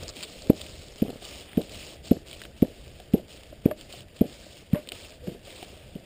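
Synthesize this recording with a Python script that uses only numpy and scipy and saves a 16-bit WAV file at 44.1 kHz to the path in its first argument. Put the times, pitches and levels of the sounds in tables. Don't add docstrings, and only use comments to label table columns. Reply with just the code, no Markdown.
import sys
import numpy as np
from scipy import signal
from scipy.io import wavfile
from scipy.ndimage import uniform_filter1d

SR = 44100
rng = np.random.default_rng(int(sys.argv[2]) if len(sys.argv) > 2 else 0)


def level_to_linear(level):
    exponent = np.asarray(level, float) / 20
    return 10 ** exponent


def persist_wave(psi):
    counts = np.round(np.clip(psi, -1, 1) * 32767).astype(np.int16)
    wavfile.write(sys.argv[1], SR, np.atleast_2d(counts).T)


N = 266981
LEAD_S = 0.005


def evened(x):
    return x / np.sqrt(np.mean(x ** 2) + 1e-20)


def noise_for(t):
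    return rng.standard_normal(len(t))


def wander(t, size):
    return evened(uniform_filter1d(noise_for(t), size=size))


def band(x, hz, width_hz, order=1):
    edges = np.clip([hz - width_hz / 2, hz + width_hz / 2], 20, SR / 2 - 20)
    return signal.sosfilt(signal.butter(order, edges, "bandpass", fs=SR, output="sos"), x)


def ring(modes, t, detune=1):
    return sum(level_to_linear(db - 60 * t / t60) * np.sin(2 * np.pi * hz * detune * t) for hz, db, t60 in modes)


def sealed(x):
    seal = signal.butter(5, 756, fs=SR, output="sos")
    thin = signal.butter(1, 60, "highpass", fs=SR, output="sos")
    return signal.sosfiltfilt(thin, signal.sosfiltfilt(seal, x, padlen=0), padlen=0)


def spectrum_db(points, hz):
    f, value = np.transpose(points)
    return np.interp(np.log(hz + 1), np.log(f + 1), value, left=-80, right=-80)


def texture(source, spectrum, level_db, patchy_db, flicker_db, size=512):
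    hz, t, z = signal.stft(source, SR, nperseg=size, noverlap=size * 3 // 4)
    patches = rng.standard_normal((len(t), len(hz))).T
    patches = uniform_filter1d(patches, size=6, axis=0)
    patches = evened(uniform_filter1d(patches, size=10, axis=1))
    flicker = wander(t, 3)
    z = z * level_to_linear(spectrum_db(spectrum, hz)[:, None] + patchy_db * patches + flicker_db * flicker)
    rms = np.sqrt(2 * np.mean(np.sum(abs(z) ** 2, 0)))
    z = z / rms * level_to_linear(level_db(hz[:, None], t))
    return signal.istft(z, SR, nperseg=size, noverlap=size * 3 // 4)[1][:N]


# deepest_swing_s, peak_db, whip_back_ms, case_ring_db, shake_db
STEPS = [(0.5017, -2.5, 1.38, -16.5, -27.5), (1.024, -11.5, 1.8, -10, -19.5), (1.5775, -11, 1.8, -10, -16),
         (2.1155, -6, 1.63, -10.5, -23), (2.6268, -5.5, 1.64, -12.5, -26), (3.1409, -8, 1.94, -9.5, -17),
         (3.6606, -5.5, 1.43, -26, -21), (4.2139, -8.5, 1.8, -8, -18.5), (4.7361, -10, 2.75, -36, -18.5),
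         (5.2805, -28.5, 2.5, 0, -3.5), (5.9577, -29, 2.18, -7, -17)]
# pitch_hz, level_db, t60_s
CASE_MODES = [(148, 5, 0.02), (221, 2.5, 0.035), (362, -16, 0.055), (488.4, 3.5, 0.029),
              (604.5, -11, 0.054)]


def step(db, whip_ms, ring_db, shake_db):
    t = np.arange(round(0.2 * SR)) / SR
    ms, out_ms = (t - LEAD_S) * 1000, 2.7
    start = np.clip((ms + 3.9) / 1.1, 0, 1)
    late = ms - 0.3 * whip_ms
    swing = np.exp(-(late / np.where(late < 0, 3.4, 1.25 * whip_ms)) ** 2) * start
    stiffen = (0.5 / whip_ms - 0.5 / out_ms) / (whip_ms + out_ms)
    jolt = -swing * np.cos(2 * np.pi * ms * (0.5 / whip_ms + stiffen * (ms - whip_ms)))

    push_db, push_hz, push_ms = -5.5, 142, 3.5
    push = -level_to_linear(push_db) * start * np.exp(-((ms + 1.2) / push_ms) ** 2)
    push *= np.cos(2 * np.pi * push_hz * (ms + 0.69) / 1000)

    after = np.maximum(t - LEAD_S - whip_ms * 0.0016, 0)
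    case = -level_to_linear(ring_db) * ring(CASE_MODES, after, 1.78 / whip_ms)

    clumps = level_to_linear(3.1 * wander(t, 300))
    shake = evened(band(noise_for(t), 257, 320)) * clumps
    shake *= level_to_linear(shake_db - 60 * t / 0.23) * np.minimum(t / 0.012, 1)
    scuff = evened(band(noise_for(t), 990, 2000)) * level_to_linear(-33 - 60 * t / 0.05)
    scuff *= np.minimum(t / 0.00094, 1)
    return level_to_linear(db) * (1.133 * sealed(jolt + push + case + shake) + scuff)


# start_s, peak_db, centre_hz
KNOCKS = [(0.029, -29, 527), (0.532, -28.5, 286), (1.062, -31, 464), (1.082, -24.5, 254), (1.093, -27, 254),
          (1.101, -23.5, 404), (1.129, -32, 290), (1.158, -31, 244), (1.222, -31, 720), (1.609, -28, 574),
          (2.168, -26.5, 293), (2.451, -36.5, 318), (2.649, -25, 278), (2.999, -33, 750), (3.189, -34, 396),
          (3.527, -30.5, 584), (3.676, -29, 467), (3.938, -32.5, 714), (4.251, -37, 286),
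          (4.465, -33.5, 577), (4.874, -36.5, 490), (4.918, -30.5, 717), (4.935, -35.5, 527),
          (5.272, -27, 350), (5.294, -31, 477), (5.348, -31.5, 400), (5.478, -35, 620), (5.627, -26, 726)]


def knock(db, hz):
    t = np.arange(round(0.06 * SR)) / SR
    t60 = 0.032
    modes = [(hz, 0, t60), (1.73 * hz, -4, t60), (0.56 * hz, -6, t60)]
    body = sealed(ring(modes, t) * np.minimum(t / 0.00091, 1))
    tick = evened(band(noise_for(t), 1300, 1100, order=2)) * level_to_linear(-17 - 60 * t / 0.012)
    return level_to_linear(db) * (body + tick)


# start_s, peak_db, centre_hz
SNAPS = [(0.0348, -26.5, 5100), (0.0812, -24.5, 4730), (0.168, -33.5, 3050), (0.228, -26, 4000),
         (0.421, -31.5, 4750), (0.4713, -33.5, 3100), (0.615, -26, 3600), (0.6647, -29.5, 3000),
         (0.7672, -49, 3080), (0.9832, -36, 3460), (1.1031, -33.5, 3180), (1.5322, -35, 2050),
         (1.6154, -32, 3450), (1.695, -32.5, 3120), (1.9343, -37, 3750), (2.2702, -45, 4740),
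         (2.313, -29, 2900), (2.4172, -31, 1800), (2.4369, -33.5, 3100), (2.4523, -33, 2680),
         (3.0011, -35.5, 3270), (3.7112, -34.5, 1540), (3.811, -32.5, 3550), (3.926, -30.5, 3740),
         (4.0063, -36, 3040), (4.7465, -35, 1780), (4.8735, -34, 3000), (4.8888, -25, 3550),
         (4.9197, -23, 2920), (5.6281, -28.5, 3230)]
# start_s, peak_db, centre_hz, t60_s
CRACKLES = [(0.09, -24.5, 4870, 0.043), (0.096, -27, 4750, 0.025), (0.228, -28, 2920, 0.11),
            (0.2328, -22.5, 4060, 0.059), (2.3300, -30.5, 2880, 0.01), (2.4170, -33, 3260, 0.021),
            (2.4518, -38.5, 1390, 0.014), (4.898, -37, 3000, 0.016), (4.921, -27.5, 2930, 0.011),
            (5.6460, -43, 2590, 0.019)]


def snap(db, hz, t60=0.019):
    t = np.arange(round(0.12 * SR)) / SR
    crackle = level_to_linear(4.4 * wander(t, 40))
    noise = noise_for(t) * crackle * level_to_linear(-60 * t / max(t60, 0.004))
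    noise[0] = 9.0
    body = evened(band(noise, hz, 0.45 * hz, order=2))
    body += 0.4 * evened(band(noise, 3100, 4400, order=2))
    return level_to_linear(db + 1.5) * body / abs(body).max()


def strap_tug(step_db):
    return snap(-29 + 0.45 * step_db, 2700)


# start_s, ring_db, length_s, pitch_hz, clatter_db
RATTLES = [
    (3.7113, -24.5, 0.0021, 607, -2.5),
    (4.7465, -27.5, 0.022, 598, 0),
    (5.226, -42, 0.059, 495, -20),
]
# pitch_hz, level_db, t60_s
BUCKLE_MODES = [(987, -2, 0.04), (1180, 8, 0.019), (1500, -15, 0.02), (1770, 1, 0.019), (2160, -5, 0.013)]


def rattle(db, length, hz, clatter_db):
    t = np.arange(round(0.2 * SR)) / SR
    shaking = np.exp(-(t / (1.24 * length)) ** 2)
    pumped = signal.oaconvolve(shaking, level_to_linear(-60 * t / 0.068))[:len(t)]
    unsteady = level_to_linear(1.5 * wander(t, 200))
    tone = pumped / pumped.max() * unsteady * np.sin(2 * np.pi * hz * t)
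    hits = rng.random(len(t)) < 5000 / SR
    contacts = hits * noise_for(t) * np.sqrt(shaking)
    clatter = signal.oaconvolve(contacts, ring(BUCKLE_MODES, t))[:len(t)]
    clatter = evened(clatter) + 1.2 * evened(band(contacts, 1700, 1700, order=2))
    return level_to_linear(db) * (tone + level_to_linear(clatter_db) * clatter / abs(clatter).max())


# start_s, length_s, level_db, fizz_db above it, sag_db from start to end
STROKES = [(0.0, 0.15, -45, -5.5, 10), (0.145, 0.098, -47.5, -2.5, -5.5), (0.269, 0.27, -49.5, -1.5, 3),
           (0.555, 0.41, -46.5, -1, 9), (0.957, 0.31, -51, -3.5, 5), (1.217, .24, -44.5, -2.5, 3),
           (1.45, 0.12, -53.5, -13, -5.5), (1.555, 0.14, -53, -2, -2), (1.707, 0.25, -44.5, -2, 3.5),
           (2.041, 0.16, -48.5, 0.5, 8), (2.266, 0.22, -49.5, -1.5, 5), (2.564, .53, -55, -2.5, 6.5),
           (3.124, 0.11, -53.5, -4.5, 6), (3.286, 0.25, -50, -2, 13.5), (3.643, 0.091, -54.5, -7.5, 3),
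           (3.772, 0.095, -53, -2, 0), (3.889, 0.12, -50, -2.5, -1.5), (4.146, 0.23, -55, -4.5, 3),
           (4.267, 0.38, -52.5, -1, 3), (4.714, 0.24, -52, -6.5, 9.5), (4.93, 0.24, -45, -2.5, 10.5),
           (5.236, 0.13, -53.5, -3, 2.5), (5.445, 0.22, -50.5, -3.5, -4), (5.67, 0.56, -51.5, -6, 19)]


def cloth_level(t):
    rise_s, fall_s = 0.031, 0.078
    slack_db, slack_fizz_db = -61.5, -6
    level, fizz = level_to_linear(slack_db) ** 2, level_to_linear(slack_db + slack_fizz_db) ** 2
    for s, length, db, fizz_db, sag_db in STROKES:
        gate = np.clip(np.minimum((t - s) / rise_s, (s + length - t) / fall_s) + 0.5, 0, 1)
        sag = sag_db * np.clip((t - s) / length, 0, 1)
        power = (gate * level_to_linear(db - sag)) ** 2
        level = level + power
        fizz = fizz + power * level_to_linear(fizz_db) ** 2
    return 10 * np.log10(level), 10 * np.log10(fizz / level)


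# pitch_hz, level_db per Hz
CLOTH = [(500, -15), (850, -7.5), (1060, -16.5), (1240, -6.5), (1490, -17), (1790, -10.5), (1940, -12),
         (2940, -4.5), (4100, -7.5), (5270, -6.5), (5900, -3), (7670, -40), (13000, -120)]


def rustle():
    slips = level_to_linear(4.5 * np.minimum(rng.exponential(1, N), 3.5)) * (rng.random(N) < 1500 / SR)
    source = evened(slips * rng.standard_normal(N)) * 0.63 + rng.standard_normal(N)

    def level(hz, t):
        fizz = np.clip((hz - 3500) / 800, 0, 1)
        rub = np.clip((2200 - hz) / 500, 0, 1)
        level_db, fizz_db = cloth_level(t)
        main_db = level_db + 4.5 + fizz * (fizz_db + 1.5)
        rub_db = -65 + 0.82 * (level_db + 53) - 0.34 * fizz_db + 13
        return (1 - rub) * main_db + rub * rub_db
    return texture(source, CLOTH, level, patchy_db=1.7, flicker_db=0.5, size=256)


def ticks():
    ticks_per_s = 7
    when, size, tone = rng.random((round(ticks_per_s * N / SR), 3)).T
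    s = when * N / SR
    peak_db = cloth_level(s)[0] + 13 + 3 * np.log(size)
    return np.transpose([s, peak_db, 3100 * (0.88 + 0.13 * tone)])


# pitch_hz, level_db per Hz
GRIP = [(59, -37), (100, -27), (139, -5), (236, -7.5), (286, -4.5), (426, -5.5), (575, -3.5), (661, -6),
        (720, -10.5), (1300, -48.5), (1690, -65), (2860, -120)]
# start_s, level_db
GRASP = [(0, -48.5), (1.1, -53.5), (1.9, -51), (2.9, -54), (4.6, -54), (6.05, -52)]


def grip():
    def level(hz, t):
        return np.interp(t, *np.transpose(GRASP)) + 0.31 * (cloth_level(t)[0] + 48.5) + 3.5
    return texture(rng.standard_normal(N), GRIP, level, patchy_db=-1.0, flicker_db=1.5, size=1024)


# pitch_hz, level_db per Hz
BREEZE = [(8.8, -39), (15, -8.5), (70, 2.5), (81, 12), (97, -17.5), (135, 1), (178, -31.5), (200, -1),
          (260, -29), (440, -120)]
# start_s, level_db
GUSTS = [(0, -44), (.25, -60), (.6, -52.5), (1.7, -53.5), (1.88, -53), (2.2, -53), (4.2, -55.5), (4.9, -60),
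         (5.25, -53.5), (5.6, -59.5), (5.9, -50.5), (6.05, -53)]


def breeze():
    def level(hz, t):
        return np.interp(t, *np.transpose(GUSTS)) + 5.5
    return texture(rng.standard_normal(N), BREEZE, level, patchy_db=2.0, flicker_db=1.5, size=2048)


# pitch_hz, level_db per Hz
HISS = [(500, -39), (850, -1), (1030, -21), (1520, 11.5), (2940, 7), (4030, -11), (4860, 12), (5900, -73),
        (7670, -48), (13000, -120)]


def hiss():
    return texture(rng.standard_normal(N), HISS, lambda hz, t: -62.5, patchy_db=2.5, flicker_db=1)


def add(mix, s, sound):
    part = mix[round(s * SR):][:len(sound)]
    part += sound[:len(part)]


def scene():
    mix = rustle() + grip() + breeze() + hiss()
    for s, db, *row in STEPS:
        add(mix, s - LEAD_S, step(db, *row))
        add(mix, s - LEAD_S, strap_tug(db))
    players = (KNOCKS, knock), (SNAPS, snap), (CRACKLES, snap), (RATTLES, rattle), (ticks(), snap)
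    for table, source in players:
        for s, *row in table:
            add(mix, s, source(*row))
    return mix[None]


def top_cut(x):
    return signal.sosfilt(signal.butter(12, 16630, fs=SR, output="sos"), x)


def record(dry):
    squeezed = 1.3 * np.tanh(dry / 1.3)
    smooth = signal.oaconvolve(squeezed, signal.firwin(101, 5654, fs=SR)[None], "same")
    slow = signal.resample_poly(smooth, 40, 147, axis=1, window=("kaiser", 8))
    held = signal.resample_poly(np.repeat(slow, 4, axis=1), 147, 160, axis=1)[:, :N]
    limit = signal.firwin(255, 15450, window=("kaiser", 7), fs=SR)
    limited = signal.oaconvolve(held, limit[None], "same")
    return top_cut(limited)


dry = scene()
out = record(dry)
persist_wave(out)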